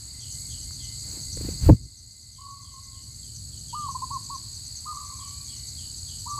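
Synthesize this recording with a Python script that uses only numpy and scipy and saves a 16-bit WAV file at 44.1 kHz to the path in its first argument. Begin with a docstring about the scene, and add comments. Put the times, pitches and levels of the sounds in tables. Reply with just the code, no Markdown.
"""Forest undergrowth: crickets and katydids drone, birds whistle short arched notes, others chip and slur.
Insects are gliding tone pulses over shaped noise; birds are sines along pitch paths with forest echo.
A small bird flutters past in noise puffs; its draught thumps on the microphone and rings the housing.
The recorder's gain control ducks by up to 12 dB, then recovers at 5 dB per second."""
import sys
import numpy as np
from scipy import signal
from scipy.fft import rfft, irfft, next_fast_len
from scipy.io import wavfile
from scipy.ndimage import uniform_filter1d

SR = 44100
rng = np.random.default_rng(int(sys.argv[2]) if len(sys.argv) > 2 else 0)


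def bounce(signal):
    """Save signal as a 16-bit WAV file at the path given by the first command-line argument."""
    frames = np.transpose(np.atleast_2d(signal))
    limited = np.clip(frames, -1, 1)
    pcm = np.round(limited * 32767).astype(np.int16)
    wavfile.write(sys.argv[1], SR, pcm)


N = 281799
T = np.arange(N) / SR

# Nearby singers. Each row: carrier in Hz, glide either side of it in Hz, pulses per s, chirps per s,
# chirp depth 0-1, level before effort in dB.
NEAR_INSECTS = [(4360, -220, 58, 26, 0.87, -47.5), (4570, -300, 45.8, 22.9, 1, -49.5),
                (6740, 306, 66, 8.5, 0.4, -47), (7794, 243, 86.4, 21, 0.87, -46),
                (7755, 244.5, 61, 24.3, 1, -48), (8174, 195, 58, 17, 0.5, -51),
                (8810, -800, 110, 7.9, .95, -59.5), (12730, -300, 55, 25, .95, -65.5)]
# Spectra of the distant chorus. Each row: frequency in Hz, relative density in dB per Hz.
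LOW_CHORUS_COLOUR = [(2900, -54.5), (3650, -21.5), (3980, -11), (4300, -7), (4850, -2.5), (5100, -19),
                     (5600, -26.5)]
HIGH_CHORUS_COLOUR = [(5000, -15.5), (5600, -16.5), (6250, -9), (6800, -8), (7150, -7), (7800, -4),
                      (8200, -5), (8450, -14.5), (9200, -19.5), (10000, -28.5)]
SHRILL_CHORUS_COLOUR = [(9000, -15.5), (9900, -12), (10700, -2.5), (11150, 0), (11550, -5), (12000, -19),
                        (13500, -20.5), (14400, -17), (15000, -15), (15900, -14.5)]
# How hard low and high insects sing. Each row: time in seconds, gain in dB.
LOW_EFFORT_CURVE = [(0, -4.5), (1.4, 2), (3.55, -2.2), (4.65, -1), (5.03, -3.5), (5.6, -1), (6.39, -0.5)]
HIGH_EFFORT_CURVE = [(.2, -4.5), (.35, 1), (.8, -2.5), (1.15, .3), (2.6, -2.7), (3.3, -0.8), (4.4, -4),
                     (6.39, -1)]
# Faint, low cricket trills. Each row: start in seconds, length in seconds, carrier in Hz, level in dB.
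CRICKET_TRILLS = [(-.1, 3.45, 2086, -65.5), (4.503, 0.97, 2085, -72.5), (4.948, 0.82, 2330, -69.5),
                  (5.4, 0.49, 2080, -64.5)]
TRILL_FADE_S = 0.26


def insects():
    """Single singers stand out of a chorus that distance has blurred into hiss."""
    low_effort = gains(LOW_EFFORT_CURVE)[0]
    high_effort = gains(HIGH_EFFORT_CURVE)[0]
    low_chorus = from_db(-45) * noise(LOW_CHORUS_COLOUR)
    high_chorus = from_db(-45) * noise(HIGH_CHORUS_COLOUR)
    shrill_chorus = from_db(-52) * noise(SHRILL_CHORUS_COLOUR)
    out = low_effort * low_chorus + high_effort * (high_chorus + shrill_chorus)
    for *song, db in NEAR_INSECTS:
        effort = low_effort if song[0] < 5500 else high_effort
        out += effort * from_db(db) * insect(*song)
    for s, length_s, hz, db in CRICKET_TRILLS:
        fade = np.clip(np.minimum(T - s, s + length_s - T) / TRILL_FADE_S, 0, 1)
        trill = insect(hz, glide_hz=70, pulse_rate=95, chirp_rate=4.5, depth=0.2,
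                       wander=0.06, detune=0.018, sharpness=1.5, echo_db=4.5)
        out += from_db(db) * fade * trill
    return out


def insect(hz, glide_hz, pulse_rate, chirp_rate, depth,
           wander=0.01, detune=0.005, sharpness=4.0, echo_db=-4):
    """Each wing stroke is a gliding tone pulse; strokes swell and fade in chirps."""
    clock_s = np.cumsum(1 + wander * drift(3)) / SR
    stroke = (clock_s * pulse_rate + rng.random()) % 1
    chirp_turns = clock_s * chirp_rate + rng.random()
    chirp = 1 - np.clip(depth, 0, 1) * (0.5 + 0.5 * np.cos(2 * np.pi * chirp_turns))
    pitch_hz = hz * (1 + detune * drift(25)) + 2 * glide_hz * (stroke - 0.5)
    tone = np.sin(2 * np.pi * np.cumsum(pitch_hz) / SR)
    song = rms_one(np.sin(np.pi * stroke) ** sharpness * chirp * tone)
    echo = rms_one(scatter(song, t60=0.13, build_s=0.0028))
    return rms_one(song + from_db(echo_db) * echo)


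# Whistled notes. Each row: start in seconds, length in seconds, nominal top pitch in Hz,
# level before throat resonance and waver in dB.
WHISTLE_NOTES = [(2.379, 0.11, 1120, -39), (2.461, 0.042, 1125, -34), (2.619, 0.13, 1090, -51.5),
                 (2.731, 0.05, 1077, -43.5), (2.9, 0.1, 1080, -59), (3.725, 0.16, 1209, -33),
                 (3.879, 0.043, 1114, -30.5), (3.942, 0.034, 1035, -31.5), (4.013, 0.04, 1065, -30.5),
                 (4.099, 0.082, 1116, -34), (4.291, 0.079, 1126, -38), (4.85, 0.086, 1225, -42.5),
                 (4.919, 0.057, 1167, -38.5), (4.995, 0.043, 1040, -55), (5.094, 0.049, 1076, -51.5),
                 (5.184, 0.062, 1142, -44), (6.255, 0.13, 1170, -37.5), (6.371, 0.033, 1130, -34.5)]
# Phrases holding those notes. Each row: start in seconds, pitch the notes scoop up from in Hz,
# droop at a note's end in Hz, echo send in dB.
WHISTLE_PHRASES = [(2.3, 1040, 6.3, -3), (3.7, 942, 182, -20), (4.8, 1030, 62, -1), (6.2, 940, 34, -5.5)]


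def whistlers(rise_s=0.0097, droop=3.35, waver_db=2, throat_hz=1000, throat_width_hz=55, throat_db=4):
    """Notes scoop up past a throat resonance, then droop; far birds carry more forest echo."""
    direct, sent = np.zeros(N), np.zeros(N)
    for s, length_s, top_hz, db in WHISTLE_NOTES:
        _, start_hz, droop_hz, echo_db = [phrase for phrase in WHISTLE_PHRASES if phrase[0] <= s][-1]
        t = T[:int(length_s * SR)]
        note_rise_s = min(rise_s + length_s / 9, length_s / 2)
        scoop = np.cos(np.pi / 2 * np.minimum(t / note_rise_s, 1) ** 3.17) ** 2
        fall = np.clip((t - note_rise_s) / (length_s - note_rise_s), 0, 1) ** droop
        pitch_hz = top_hz + (start_hz - top_hz) * scoop - droop_hz * fall
        pitch_hz = pitch_hz * (1 + 0.005 * drift(150)[:len(t)])
        throat_gain_db = throat_db * np.exp(-((pitch_hz - throat_hz) / throat_width_hz) ** 2)
        sound = from_db(db + throat_gain_db) * note(pitch_hz, edge_s=0.016)
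        add(direct, s, sound)
        add(sent, s, sound * from_db(echo_db))
    leaves = from_db(-12) * scatter(direct, t60=0.16, build_s=0.0032)
    forest = scatter(sent, t60=0.76, build_s=0.0014)
    return direct * from_db(waver_db * drift(30)) + leaves + forest


# Runs of high chips. Each row: start in seconds, number of chips, last chip's nominal level in dB.
CHIP_SERIES = [(.185, 2, -42.5), (.486, 4, -41), (.974, 4, -41), (1.482, 4, -43), (1.954, 1, -40),
               (2.089, 3, -44), (2.487, 4, -44), (3.006, 4, -41), (3.559, 4, -41), (4.11, 3, -43),
               (4.524, 3, -42), (4.926, 4, -45), (5.435, 4, -51), (5.952, 4, -39.5)]
CHIP_EVERY_S, CHIP_S = 0.11, 0.048
SOFT_CHIP_DB = -46  # nominal, before the direct cut and echo
CHIP_RASP = 0.065  # share of the pitch


def chipping_bird():
    """Quick runs of equally soft falling chips, each closed by a chip with its own level."""
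    calls = []
    for start_s, count, accent_db in CHIP_SERIES:
        *soft, last = beats(start_s, count, CHIP_EVERY_S)
        calls += [(s, CHIP_S, SOFT_CHIP_DB) for s in soft]
        calls.append((last, CHIP_S, accent_db))
    return falling_calls(calls, top_hz=6750, bottom_hz=5850, bend=1.3, rasp=CHIP_RASP, rasp_rate=1300,
                         swell_db=0, direct_db=-4, t60=0.15, build_s=0.0005)


# Far downward slurs. Each row: start in seconds, number of slurs, first and last nominal level in dB.
SLUR_RUNS = [(0.177, 3, -55.5, -53.5), (2.314, 6, -57.5, -60.5), (3.66, 1, -54, -55), (4.41, 1, -73.5, -62),
             (5.162, 4, -59, -53.5), (5.259, 1, -65.5, -55)]
SLUR_EVERY_S, SLUR_S = 0.293, 0.095
SLUR_RASP = 0.07  # share of the pitch


def slurring_bird():
    """Evenly paced falling slurs whose level moves steadily through each series."""
    calls = []
    for start_s, count, first_db, last_db in SLUR_RUNS:
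        times_s = beats(start_s, count, SLUR_EVERY_S)
        levels_db = np.linspace(first_db, last_db, round(count))
        calls += [(s, SLUR_S, db) for s, db in zip(times_s, levels_db)]
    return falling_calls(calls, top_hz=4235, bottom_hz=2970, bend=2.8, rasp=SLUR_RASP, rasp_rate=900,
                         swell_db=1, direct_db=-11, t60=0.47, build_s=0.0025)


def falling_calls(rows, top_hz, bottom_hz, bend, rasp, rasp_rate, swell_db, direct_db, t60, build_s):
    """Raspy notes slide down, steadying and optionally swelling to the end, smeared by the canopy."""
    out = np.zeros(N)
    for s, length_s, db in rows:
        left = np.linspace(1, 0, int(length_s * SR))
        flutter = rasp * np.sqrt(left) * drift(rasp_rate)[:len(left)]
        glide_hz = bottom_hz + (top_hz - bottom_hz) * left ** bend
        pitch_hz = glide_hz * (1 + rng.normal(0, 0.008) + flutter)
        add(out, s, from_db(db - swell_db * (left - 1.5)) * note(pitch_hz, edge_s=0.024))
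    return from_db(direct_db) * out + scatter(out, t60, build_s)


# Bursts of wingbeats. Each row: start in seconds, number of beats, first beat's level in dB.
WING_BURSTS = [(1.138, 2, -44.5), (1.375, 4, -36.5)]
WINGBEAT_EVERY_S, WINGBEAT_GROWTH_DB = 0.038, 3
# Spectra of wing puffs, feather rustle, draught and gust peak.
# Each row: frequency in Hz, relative density in dB per Hz.
WING_SPECTRUM = [(100, -11), (250, 5.5), (430, -3), (620, -14.5), (1000, -33), (2500, -25.5)]
FEATHER_SPECTRUM = [(150, 10.5), (400, -6), (800, -9.5), (1500, -14), (2300, -13.5), (5000, -24),
                    (10000, -19.5), (15000, -15)]
DRAUGHT_SPECTRUM = [(18, -28.5), (35, -8), (60, 3), (120, -2.5), (200, -15), (350, -26.5), (700, -51.5),
                    (1500, -68.5)]
BUFFET_SPECTRUM = [(100, -24), (250, 4), (380, 0), (620, -10), (1000, -20.5), (1600, -34), (3500, -54),
                   (8000, -70.5)]
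# Swells of feather rustle and of draught. Each row: middle in seconds, width in seconds, level in dB.
RUSTLE_SWELLS = [(1.135, 0.072, -49.5), (1.47, .065, -46), (1.685, 0.039, -36.5)]
DRAUGHT_GUSTS = [(1.45, 0.12, -34), (1.636, 0.012, -21.5), (1.712, 0.018, 0), (1.83, .04, -28.5)]
# Sharp peak of the gust.
BUFFET_S, BUFFET_WIDTH_S, BUFFET_DB = 1.697, 0.0045, -1.5
# Housing modes set off by the gust. Each row: start in seconds, frequency in Hz,
# level before decay in dB, t60 in seconds.
HOUSING_MODES = [(1.663, 70, -1, 0.24), (1.694, 330, -1, 0.077), (1.709, 117, 8, 0.1)]


def fly_past():
    """Wingbeats puff, feathers rustle, and the draught buffets the microphone."""
    puffs = noise(WING_SPECTRUM)
    wings = np.zeros(N)
    for start_s, count, first_db in WING_BURSTS:
        for k, s in enumerate(beats(start_s, count, WINGBEAT_EVERY_S)):
            # each beat is louder as the bird nears
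            wings += from_db(first_db + WINGBEAT_GROWTH_DB * k) * burst(puffs, s, width_s=0.0028)
    swirl = noise(DRAUGHT_SPECTRUM)
    steady_swirl = swirl / np.sqrt(uniform_filter1d(swirl ** 2, size=1000))
    buffet = from_db(BUFFET_DB) * burst(noise(BUFFET_SPECTRUM), BUFFET_S, BUFFET_WIDTH_S)
    draught = swells(DRAUGHT_GUSTS) * steady_swirl + buffet
    thud = sum(ring(*mode) for mode in HOUSING_MODES)
    rustle = swells(RUSTLE_SWELLS) * noise(FEATHER_SPECTRUM)
    return wings + draught + thud + rustle


def ring(s, hz, db, t60):
    """A damped resonance set off at one moment."""
    t = np.maximum(T - s, 0)
    decay = from_db(db - 60 * np.minimum(t / t60, 2))
    onset = 1 - np.exp(-2 * hz * t)
    return decay * np.sin(2 * np.pi * hz * t) * onset


# Twig spectrum. Each row: frequency in Hz, relative density in dB per Hz.
TWIG_SPECTRUM = [(300, -13), (800, 2), (1300, 5), (2200, -10), (6000, -23)]
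TWIG_S, TWIG_DB = 0.709, -50


def twig():
    """A twig ticks: one very short puff of shaped noise."""
    return from_db(TWIG_DB) * burst(noise(TWIG_SPECTRUM), TWIG_S, width_s=0.0013)


# Spectra of still air, far rumble and drone. Each row: frequency in Hz, relative density in dB per Hz.
AIR_SPECTRUM = [(650, -36.5), (1500, -38.5), (2600, -39), (5000, -35), (15000, -60)]
RUMBLE_SPECTRUM = [(20, -34.5), (45, -6), (75, 0.5), (120, -2), (170, -16), (250, -19.5), (400, -33),
                   (650, -38.5)]
DRONE_SPECTRUM = [(105, 1), (140, -1.5), (175, -12), (330, -22)]
AIR_DB = -61.5
# Rumble level. Each row: time in seconds, level in dB.
RUMBLE_LEVEL = [(0, -47), (.5, -41.5), (1.2, -42), (2.4, -42), (3.5, -40.5), (4.7, -47), (6.39, -42)]
# Swell of a distant low drone. Each row: middle in seconds, width in seconds, level in dB.
DRONE_SWELL = [(3.8, 0.51, -47)]


def forest_air():
    """Steady shaped noise for air, drifting far rumble, and a low drone that swells once."""
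    air = from_db(AIR_DB) * noise(AIR_SPECTRUM)
    rumble = gains(RUMBLE_LEVEL)[0] * noise(RUMBLE_SPECTRUM)
    drone = swells(DRONE_SWELL) * noise(DRONE_SPECTRUM)
    return air + rumble + drone


def from_db(db):
    """Decibels to gain."""
    return 10 ** (np.asarray(db) / 20)


def rms_one(x):
    """Scale to unit rms."""
    return x / np.sqrt(np.mean(x ** 2) + 1e-20)


def gains(rows):
    """Each dB column of a curve as a gain per sample."""
    s, *columns = np.transpose(rows)
    return [from_db(np.interp(T, s, column)) for column in columns]


def noise(colour):
    """Unit-rms noise with the given spectrum, falling 40 dB per octave beyond its ends."""
    hz, db = np.transpose(colour)
    size = next_fast_len(N)
    octave = np.log2(np.maximum(np.arange(size // 2 + 1) * SR / size, 1))
    beyond = np.abs(octave - np.clip(octave, np.log2(hz[0]), np.log2(hz[-1])))
    shape = from_db(np.interp(octave, np.log2(hz), db) - 40 * beyond)
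    return rms_one(irfft(rfft(rng.standard_normal(size)) * shape, size)[:N])


def drift(rate):
    """Random wander through unit-spread knots, rate knots per second."""
    knots = rng.standard_normal(200)
    return np.interp(T * rate, np.arange(len(knots)), knots)


def scatter(x, t60, build_s):
    """Countless echoes off leaves and trunks build up, then die away."""
    t = T[:SR]
    echoes = rng.standard_normal(SR) * from_db(-60 * t / t60) * (1 - np.exp(-t / build_s))
    return signal.fftconvolve(x, echoes / np.sqrt(np.sum(echoes ** 2)))[:N]


def burst(carrier, s, width_s):
    """A bell-shaped puff of the carrier, scaled to rms 1 under the bell."""
    bell = np.exp(-0.5 * ((T - s) / width_s) ** 2)
    puff = carrier * bell
    return puff * np.sqrt(np.sum(bell ** 2) / np.sum(puff ** 2))


def swells(rows):
    """Gain per sample of bell-shaped swells."""
    return sum(from_db(db) * np.exp(-0.5 * ((T - s) / width_s) ** 2) for s, width_s, db in rows)


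def beats(start_s, count, every_s):
    """Times of evenly paced repeats."""
    return start_s + every_s * np.arange(round(count))


def note(hz, edge_s):
    """A unit-rms sine along a pitch path, with soft ends."""
    t = T[:len(hz)]
    edge = np.sin(np.pi / 2 * np.clip(np.minimum(t, t[-1] - t) / edge_s, 0, 1)) ** 2
    return np.sqrt(2) * edge * np.sin(2 * np.pi * np.cumsum(hz) / SR)


def add(out, s, sound):
    """Mix a sound in at a time."""
    at = max(int(s * SR), 0)
    out[at:at + len(sound)] += sound[:max(N - at, 0)]


def scene():
    """Insects, birds, a twig's tick and the air of the forest, in one channel."""
    birds = whistlers() + chipping_bird() + slurring_bird() + fly_past()
    return (insects() + birds + twig() + forest_air())[None]


CUTOFF_HZ = 15450


def record(dry, threshold_db=-13, most_db=12, release_db_per_s=5.0, attack_s=0.05, top=1.0):
    """Gain control ducks on loud sound and recovers slowly; peaks are rounded, the top is cut."""
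    level_db = 20 * np.log10(np.abs(dry[0]) + 1e-9)
    over_db = np.clip(level_db - threshold_db, 0, most_db)
    release_db = release_db_per_s * T
    held_db = np.maximum.accumulate(over_db + release_db) - release_db
    pole = np.exp(-1 / (attack_s * SR))
    ducked = dry * from_db(-signal.lfilter([1 - pole], [1, -pole], held_db))
    rounded = top * np.tanh(ducked / top)
    lowpass = signal.ellip(16, 0.1, 80, CUTOFF_HZ, fs=SR, output="sos")
    return signal.sosfilt(lowpass, rounded)


dry = scene()
out = record(dry)
bounce(out)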